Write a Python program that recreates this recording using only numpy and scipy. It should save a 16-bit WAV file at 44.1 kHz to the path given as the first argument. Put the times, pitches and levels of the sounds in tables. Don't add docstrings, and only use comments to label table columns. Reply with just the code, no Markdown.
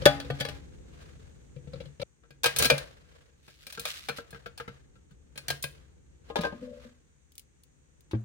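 import sys
import numpy as np
from scipy import signal
from scipy.fft import rfft, irfft, next_fast_len
from scipy.io import wavfile
from scipy.ndimage import uniform_filter1d

SR = 44100
rng = np.random.default_rng(int(sys.argv[2]) if len(sys.argv) > 2 else 0)


def wrap_up_sound(samples):
    columns = np.atleast_2d(samples).T
    tamed = np.clip(columns, -1, 1)
    steps = np.round(tamed * 32767).astype(np.int16)
    wavfile.write(sys.argv[1], SR, steps)


N = 363384
TIME = np.arange(N) / SR
RING_SIZE = 32768
AGE = np.arange(RING_SIZE) / SR
RING_HZ = np.maximum(np.fft.rfftfreq(RING_SIZE, 1 / SR), 1)
SLIPS_END_S = 2.031

REGISTER_EDGES_HZ = [90, 300, 900, 2500, 7000, 16000]
# (frequency [Hz], relative level [dB], time to fall 60 dB [s])
STEEL_MODES = [(4850, -4, 0.12), (7870, -5, 0.1), (9290, -0.5, 0.087), (9000, -8, 0.14), (14700, -0.5, .08)]


def from_db(db):
    return 10 ** (np.asarray(db) / 20)


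def at_hz(points, hz):
    f, value = np.transpose(points)
    return np.interp(np.log(hz), np.log(f), value)


def gain_in_time(rows):
    s, db = np.transpose(rows)
    return from_db(np.interp(TIME, s, db))


def add(out, s, sound):
    start = max(round(s * SR), 0)
    out[:, start:start + sound.shape[1]] += sound[:, :max(N - start, 0)]


def high_pass(x, cut_hz):
    return signal.sosfilt(signal.butter(4, cut_hz, "high", fs=SR, output="sos"), x)


def noise(spectrum, grain=1.0):
    # (frequency [Hz], correlation [-1 to 1])
    likeness = [(50, 0.39), (140, 0.28), (300, 0.2), (600, -0.52), (1500, -0.17), (3500, -0.26),
                (8000, -0.023), (16000, -0.12)]
    size = next_fast_len(N)
    hz = np.maximum(np.fft.rfftfreq(size, 1 / SR), 1)
    mid, side = rfft(rng.standard_normal((2, N)) * grain, size)
    alike = np.clip(at_hz(likeness, hz), -1, 1)
    stereo = np.sqrt(1 + alike) * mid + np.sqrt(1 - alike) * side * [[1], [-1]]
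    x = irfft(stereo * from_db(at_hz(spectrum, hz)))[:, :N]
    return x / x.std()


def catches(depth_db, size):
    flutter = uniform_filter1d(uniform_filter1d(rng.standard_normal(N), size), size)
    return from_db(depth_db * np.tanh(flutter / flutter.std()))


def strokes(rows, rise, fall_db):
    power = np.zeros(N)
    for s, db, length in rows:
        away = np.maximum((s - TIME) / rise, TIME - s) / length
        power += from_db(db - fall_db * np.minimum(away, 10)) ** 2
    return np.sqrt(power)


def swell(seconds):
    return 1 - np.exp(-AGE / seconds)


def ring(modes, scatter_db=4.0, half_turn_hz=2200, detune=0.013):
    out = np.zeros((2, RING_SIZE))
    for hz, db, t60 in modes:
        height = min(hz / half_turn_hz, 1)
        lag = np.pi * height * rng.uniform(0.033, 1.1)
        pitch = hz * (1 + detune * height * rng.uniform(-1, 1))
        phase = (2 * np.pi * pitch * AGE - [[0], [lag]]).astype(np.float32)
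        strength = from_db(db + scatter_db * rng.uniform(-0.67, 1)) * rng.choice([-1, 1])
        out += strength * np.exp(-np.log(1000) * AGE / t60) * np.sin(phase)
    return out


def octave_noises():
    # (frequency [Hz], relative level [dB])
    colour = [(40, -9.5), (130, 2.5), (350, -4), (550, 0.5), (980, -2.5), (1500, 3.5), (4200, 0),
              (6500, -2), (7450, -3), (7900, -5), (9400, 4), (11800, -5), (15000, 0)]
    spectrum = rfft(noise(colour), 8 * RING_SIZE)
    hz = np.linspace(1, SR / 2, spectrum.shape[1])
    centres = np.geomspace(100, 14000, 8)
    bands = []
    for centre, share in zip(centres, np.eye(len(centres))):
        weight = at_hz(list(zip(centres, share)), hz)
        bands.append((centre, irfft(spectrum * weight)))
    return bands


def clatter(octaves, length, room_db, room_t60, edge_db, edge_s=0.0012, treble_loss_hz=26000):
    # (frequency [Hz], time to fall 60 dB [s])
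    wall_decay = [(100, .09), (500, 0.097), (1500, 0.017), (4000, 0.095), (8000, 0.048), (15000, 0.066)]
    edge = from_db(edge_db) * np.exp(-AGE / edge_s)
    decays = []
    for hz, band in octaves:
        wall = from_db(-60 * AGE / (length * at_hz(wall_decay, hz)))
        room = from_db(room_db - 60 * AGE * (1 + hz / treble_loss_hz) / room_t60) * swell(0.0054)
        decays.append(np.hypot(wall + edge, room))
    while True:
        start = rng.integers(RING_SIZE, 7 * RING_SIZE)
        yield sum(decay * band[:, start:start + RING_SIZE] for decay, (hz, band) in zip(decays, octaves))


def splinters(count=4, spread_s=.004, share=0.63):
    delays = rng.exponential(spread_s, count)
    sizes = share * rng.uniform(-1, 1, count)
    force = np.zeros(RING_SIZE)
    force[0] = 1
    force[1 + (delays * SR).astype(int)] += sizes
    return rfft(force)


def register_levels(shape_db, level_db, brightness, thump_db, pivot_hz=1500):
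    edges = np.array(REGISTER_EDGES_HZ[1:])
    octaves_up = np.log2(np.sqrt(edges[1:] * edges[:-1]) / pivot_hz)
    return np.r_[thump_db, level_db + np.array(shape_db) + brightness * octaves_up]


def strike(response, levels_db, left_db):
    balance = from_db(np.outer([.5, -.5], at_hz(left_db, RING_HZ)))
    spectrum = rfft(response) * splinters() * balance
    power = np.mean(abs(spectrum) ** 2, axis=0) * 2 / (RING_SIZE * .025 * SR)
    edges = np.array(REGISTER_EDGES_HZ)
    centres = np.sqrt(edges[1:] * edges[:-1])
    bins = np.searchsorted(RING_HZ, edges)
    force_db = np.zeros(len(centres))
    force = np.ones(len(RING_HZ))
    for _ in range(3):
        force_db += levels_db - 10 * np.log10(np.add.reduceat(power * force ** 2, bins)[:-1])
        force = from_db(at_hz(list(zip(centres, force_db)), RING_HZ))
    cepstrum = irfft(np.log(force))
    cepstrum[1:RING_SIZE // 2] *= 2
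    cepstrum[RING_SIZE // 2 + 1:] = 0
    dying = np.clip(2 - 2.5 * AGE / AGE[-1], 0, 1)
    return dying * irfft(spectrum * np.exp(rfft(cepstrum)))


def hiss(lift_db=1.0):
    # (frequency [Hz], relative level per Hz [dB])
    hiss_colour = [(300, -4), (1000, 0.5), (2000, 1), (5200, -10), (5900, 1), (7100, 4.5), (7500, -8.5),
                   (7900, 0.5), (8500, 1.5), (9300, -18), (16000, -23)]
    # (time [s], level [dB])
    hiss_level = [(0, -69), (1.9, -70), (2.2, -75.5), (8.24, -73.5)]
    return from_db(lift_db) * gain_in_time(hiss_level) * noise(hiss_colour)


def hands(rumble_db=3, rub_db=4.0, grip_rub_db=-15):
    # (time [s], level [dB])
    grip_level = [(0.0, -41), (0.25, -47.5), (0.6, -50), (1.49, -56), (1.84, -50.5), (2.04, -68.5),
                  (2.27, -66), (2.61, -55), (3.23, -66.5), (4.38, -61.5), (5.14, -61), (5.62, -59),
                  (5.78, -60.5), (6.24, -61), (6.45, -57.5), (7.21, -68.5), (8.24, -64)]
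    # (time of the height [s], level [dB], length [s])
    slide_strokes = [(.02, -52, 0.21), (.16, -63, 0.28), (.39, -51.5, 0.18), (.52, -48.5, 0.045),
                     (1.03, -59, 0.16), (1.25, -66, 0.13), (1.8, -69, 0.21), (2.612, -35, 0.05),
                     (2.81, -52.5, 0.17), (3.15, -64, 0.23), (3.85, -57, 0.12), (4.35, -61, 0.13),
                     (4.75, -65, 0.085), (5.47, -64.5, .09), (5.53, -46, 0.029), (5.76, -64.5, 0.15),
                     (6.29, -59.5, .04), (6.46, -48, 0.046), (6.63, -63, 0.26), (6.84, -58, 0.068)]
    # (frequency [Hz], relative level per Hz [dB])
    rumble_colour = [(12, -47), (20, -23.5), (34, -10), (65, 1.5), (80, 0.5), (103, -10.5), (144, -4.5),
                     (198, -15.5), (252, -14.5), (310, -16.5), (507, -18.5), (634, -32), (900, -30.5),
                     (1170, -62.5), (1980, -120)]
    rub_colour = [(240, -36), (400, -13), (460, -1.5), (879, -18), (1110, -12), (1490, -13.5), (1600, -9),
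                  (1820, -14.5), (3870, -18), (16000, -41)]
    grip = gain_in_time(grip_level)
    slide = strokes(slide_strokes, rise=0.99, fall_db=13)
    rumble = np.hypot(from_db(rumble_db) * grip, slide)
    rub = np.hypot(from_db(grip_rub_db) * grip, from_db(rub_db) * slide)
    rumbling = rumble * noise(rumble_colour) * from_db([[1.4], [-1.4]])
    rubbing = rub * noise(rub_colour, catches(4.0, size=400))
    return rumbling + rubbing


def scrape():
    # (time of the height [s], level [dB], length [s])
    jaw_strokes = [(3.5, -58, 0.16), (3.625, -54.5, 0.078), (3.702, -40, 0.016), (3.752, -47, 0.037),
                   (3.885, -32.5, 0.071), (3.97, -44.5, 0.19), (4.175, -41.5, 0.04)]
    # (frequency [Hz], relative level per Hz [dB])
    scrape_colour = [(240, -50), (400, -26), (579, -7), (839, -14), (1040, -13), (1200, -3), (2290, -1),
                     (2470, 0.5), (4050, 0.5), (7280, -9), (15000, -15.5), (16000, -17)]
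    grain = catches(5.0, size=90)
    return strokes(jaw_strokes, rise=0.64, fall_db=18.5) * noise(scrape_colour, grain)


def slips(octaves, modes_db=-12, rise_s=.003, end_fade_s=.004):
    # (time [s], level [dB], brightness [dB per octave], thump level [dB])
    finger_slips = [(0.018, -37.5, 0, -36), (.246, -45, 0.5, -53), (1.562, -53.5, -2.5, -39),
                    (1.672, -54.5, -2, -42), (1.733, -42.5, -1.5, -41), (1.755, -50, -2, -39.5),
                    (1.802, -42.5, -0.5, -44), (1.854, -52, 1, -43), (1.997, -40.5, 0, -42),
                    (2.015, -34, 0.5, -47.5), (2.024, -36.5, -3, -38)]
    slip_shape = [0, -13, -9.5, -26.5]
    # (frequency [Hz], relative level [dB], time to fall 60 dB [s])
    fingered_modes = [(142, 5, .22), (491.8, 4, 0.16), (540, 6, .07), (1330, -9, 0.08), (2330, -7, .08),
                      (3250, -5.5, 0.033), (4100, -11, 0.048)]
    left_db = [(140, 9.0), (280, 3.5), (550, 10.0), (1300, 0.5), (4000, 4.5), (10000, -0.5)]
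    out = np.zeros((2, N))
    dense = clatter(octaves, length=0.82, room_db=-21.5, room_t60=0.45, edge_db=-3.0, treble_loss_hz=14000)
    for s, db, brightness, thump_db in finger_slips:
        response = (next(dense) + from_db(modes_db) * ring(fingered_modes)) * swell(rise_s)
        levels_db = register_levels(slip_shape, db, brightness, thump_db)
        add(out, s, strike(response, levels_db, left_db))
    return out * np.clip((SLIPS_END_S - TIME) / end_fade_s + 1, 0, 1)


def bumps(octaves, modes_db=-15, rise_s=0.0011):
    # (time [s], level [dB], brightness [dB per octave], thump level [dB])
    wall_bumps = [(2.235, -65, -1, -69), (3.774, -43, 0.5, -50), (4.093, -37, 1, -47.5),
                  (4.184, -43, -1, -50), (4.328, -51.5, -0.5, -49), (4.345, -49.5, 0, -54.5),
                  (4.459, -43, 0.5, -54), (4.599, -41, 0, -51.5), (4.678, -45.5, 0, -44),
                  (4.955, -66, 1, -59), (5.108, -68, 3.5, -54)]
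    bump_shape = [-1, 0.5, -8, -21.5]
    # (frequency [Hz], relative level [dB], time to fall 60 dB [s])
    bumped_modes = [(134.6, -7.5, 0.26), (194, -4.5, 0.17), (469, -1, 0.15), (1230, -6.5, 0.068),
                    (1353, 3.5, 0.11), (1520, 3, 0.08), (1620, 2, 0.087), (2460, -11, 0.11)]
    left_db = [(140, -0.5), (550, 1.5), (1300, 6.0), (4000, 2.0), (10000, 1.0)]
    out = np.zeros((2, N))
    dense = clatter(octaves, length=1.15, room_db=-20.5, room_t60=0.54, edge_db=1.0)
    for s, db, brightness, thump_db in wall_bumps:
        response = (next(dense) + from_db(modes_db) * ring(bumped_modes)) * swell(rise_s)
        levels_db = register_levels(bump_shape, db, brightness, thump_db)
        add(out, s, strike(response, levels_db, left_db))
    return out


def rocking():
    # (time [s], base level [dB], wall level [dB])
    rocks = [(6.529, -43, -61), (6.613, -39.5, -46), (6.624, -35.5, -43.5), (6.672, -55.5, -43.5),
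             (6.705, -51, -43.5), (6.722, -62.5, -40.5), (6.765, -61.5, -48.5), (6.845, -50.5, -53)]
    # (frequency [Hz], relative level [dB], time to fall 60 dB [s])
    base_modes = [(227.3, 3, 0.21), (247, -2, 0.41)]
    wall_modes = [(501.7, 4, 0.15), (540, -32, .12), (580, -1, 0.17)]
    # (time [s], level [dB], frequency [Hz], time to fall 60 dB [s])
    squeaks = [(6.438, -20.5, 1590, 0.17)]
    out = np.zeros((2, N))
    cushion = swell(.004) ** 2
    for s, base_db, wall_db in rocks:
        base = from_db(base_db) * ring(base_modes) * from_db([[1.2], [-1.2]])
        wall = from_db(wall_db) * ring(wall_modes) * from_db([[4], [-4]])
        add(out, s, (base + wall) * cushion)
    for s, db, hz, t60 in squeaks:
        add(out, s, ring([(hz, db, t60)]) * cushion)
    return out


def jaws(octaves, steel_db=-24, low_hz=2600):
    # (time [s], level [dB])
    jaw_clicks = [(7.320, -64), (7.354, -60), (7.38, -46.5), (7.395, -52.5), (7.635, -61.5), (8.007, -66.5),
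                  (8.21, -78)]
    out = np.zeros((2, N))
    dense = clatter(octaves, length=0.5, room_db=-15, room_t60=0.17, edge_db=-4.0)
    for s, db in jaw_clicks:
        click = high_pass(next(dense) + from_db(steel_db) * ring(STEEL_MODES), low_hz)
        add(out, s, from_db(db) * click / click[:, AGE < .025].std())
    return out * from_db([[1.5], [-1.5]])


def knocks(octaves, lifted_db=-14, landing_db=-14, bench_db=-10, rise_s=0.00065, thud_s=8.0):
    # (time [s], level [dB], brightness [dB per octave], thump level [dB])
    hard_knocks = [(.055, -23, 1, -51), (.059, -20, -6, -22.5), (.2, -45.5, 0.5, -61),
                   (.301, -39, -4.5, -30), (.4, -44, 2, -44.5), (.407, -36, -0.5, -33),
                   (.45, -39.5, -1.5, -59), (.486, -44.5, -0.5, -49), (6.3, -47.5, -6.5, -53.5),
                   (6.357, -32, -4, -45), (6.385, -41.5, -4, -30.5), (6.409, -47.5, 1.5, -43),
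                   (6.435, -39, -5, -50), (6.449, -37, -5, -44), (6.523, -54, -8, -42),
                   (8.111, -54.5, -0.5, -69), (8.133, -48.5, -12, -27.5), (8.146, -54, -8, -30.5)]
    knock_shape = [-1, 0, 2.5, -8.5]
    # (frequency [Hz], relative level [dB], time to fall 60 dB [s])
    lifted_modes = [(140.5, 4, 0.27), (280.6, -19.5, 1), (425, 0.5, 0.045), (496, 1.5, .07), (549, 4, .06),
                    (593, 2.5, 0.12), (715, -11.5, .22), (817, -10, 0.26), (1144, -9, 0.08),
                    (1200, -7.5, 0.13), (1376, -11, 0.17), (1500, -4, .15), (1710, -4.5, 0.15),
                    (1742, -3, 0.07), (2174, -4.5, 0.08), (2387, -9, .17), (2580, -10.5, .18),
                    (3350, 0.5, 0.15), (3530, -12.5, 0.1), (4195, -8.5, 0.13), (4670, -7.5, .17)]
    landing_modes = [(172, 0.5, 0.083), (232, -6, 0.088), (304, -12.5, 0.25), (465.4, -6.5, 0.14),
                     (592, -16, 0.32), (800, -2.5, 0.08), (950, 0.5, 0.035), (1050, -8, 0.19),
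                     (1234, -12.5, 0.33), (1665, -10.5, 0.33)]
    bench_modes = [(114.4, -4, 0.29), (215, -9.5, 0.19), (320, -0.5, 0.12), (880, -2.5, 0.047)]
    lifted_left_db = [(140, 6.0), (300, -3.0), (550, 7.0), (1300, 0.5), (4000, 5.5), (10000, 1.0)]
    lower_left_db = [(140, 1.0), (280, 4.0), (600, 7), (1300, 3.0), (10000, 4.0)]
    out = np.zeros((2, N))
    dense = clatter(octaves, length=1.0, room_db=-20.5, room_t60=0.5, edge_db=-3.5, treble_loss_hz=14000)
    for s, db, brightness, thump_db in hard_knocks:
        left_db = lifted_left_db if s < SLIPS_END_S else lower_left_db
        if s < SLIPS_END_S:
            modes = from_db(lifted_db) * ring(lifted_modes)
        elif s < thud_s:
            modes = from_db(landing_db) * ring(landing_modes)
        else:
            modes = from_db(bench_db) * ring(bench_modes)
        response = (next(dense) + modes) * swell(rise_s)
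        levels_db = register_levels(knock_shape, db, brightness, thump_db)
        add(out, s, strike(response, levels_db, left_db))
    return out


def snaps(octaves, modes_db=-17, steel_db=-21, rise_s=0.00095):
    # (time [s], level [dB], brightness [dB per octave], thump level [dB])
    support_snaps = [(2.306, -60.5, -2, -56), (2.434, -41, 3, -55), (2.441, -28, -0.5, -61.5),
                     (2.458, -26.5, -0.5, -42), (2.469, -49, 0, -50.5), (2.562, -41.5, 4, -49),
                     (2.586, -43.5, 8, -61), (2.598, -33.5, 0, -39), (2.623, -30.5, 2, -39),
                     (2.645, -32.5, 1.5, -44), (2.653, -30.5, 2, -34.5), (2.7, -21.5, -2.5, -48),
                     (2.715, -40.5, -3.5, -28.5), (2.779, -43.5, 1.5, -68), (3.48, -60, -1.5, -58),
                     (3.667, -52, 2, -64), (3.724, -55, 3.5, -78), (3.795, -51, 5, -56),
                     (3.853, -38.5, 0.5, -90), (4.086, -37.5, -1.5, -42.5), (4.306, -67.5, 5, -73),
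                     (4.576, -53.5, 2, -74), (5.357, -57.5, -1.5, -56.5), (5.376, -48, 2, -51.5),
                     (5.482, -41.5, 2.5, -45), (5.502, -34.5, 0, -39.5), (5.625, -59, 9, -61),
                     (5.639, -39, 0.5, -41)]
    snap_shape = [-2, 1, 2.5, -4.5]
    # (frequency [Hz], relative level [dB], time to fall 60 dB
    # [s])
    pressed_modes = [(141, -4.5, 0.22), (478, -5.5, 0.13), (544.6, -11, .12), (595.4, -8.5, 0.11),
                     (725, -7.5, 0.05), (872, -9, 0.058), (1234, -2, 0.052), (1321, -5.5, 0.11),
                     (1540, -3, 0.11), (1626.5, 2, 0.14), (1742, -10, 0.074), (2250, -8.5, 0.14),
                     (2380, 2.5, 0.11), (2516, -0.5, 0.12), (3220, -5.5, 0.059), (3930, -8.5, 0.1),
                     (4200, -2.5, .11)]
    left_db = [(140, 0.0), (380, -1.5), (700, 5.5), (1300, 0.5), (4000, 5.0), (10000, -0.7)]
    out = np.zeros((2, N))
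    dense = clatter(octaves, length=0.73, room_db=-17, room_t60=0.35, edge_db=0.5)
    for s, db, brightness, thump_db in support_snaps:
        wall = from_db(modes_db) * ring(pressed_modes)
        steel = from_db(steel_db) * ring(STEEL_MODES)
        response = (next(dense) + wall + steel) * swell(rise_s)
        levels_db = register_levels(snap_shape, db, brightness, thump_db)
        add(out, s, strike(response, levels_db, left_db))
    return out


def scene(bass_cut_hz=52):
    octaves = octave_noises()
    background = hiss() + hands() + scrape()
    blows = slips(octaves) + bumps(octaves) + knocks(octaves) + snaps(octaves)
    return background + rocking() + jaws(octaves) + high_pass(blows, bass_cut_hz)


def record(dry, cutoff_hz=16100):
    low_pass = signal.ellip(10, .2, 70, cutoff_hz, fs=SR, output="sos")
    return signal.sosfilt(low_pass, np.clip(dry, -1, 1))


dry = scene()
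out = record(dry)
wrap_up_sound(out)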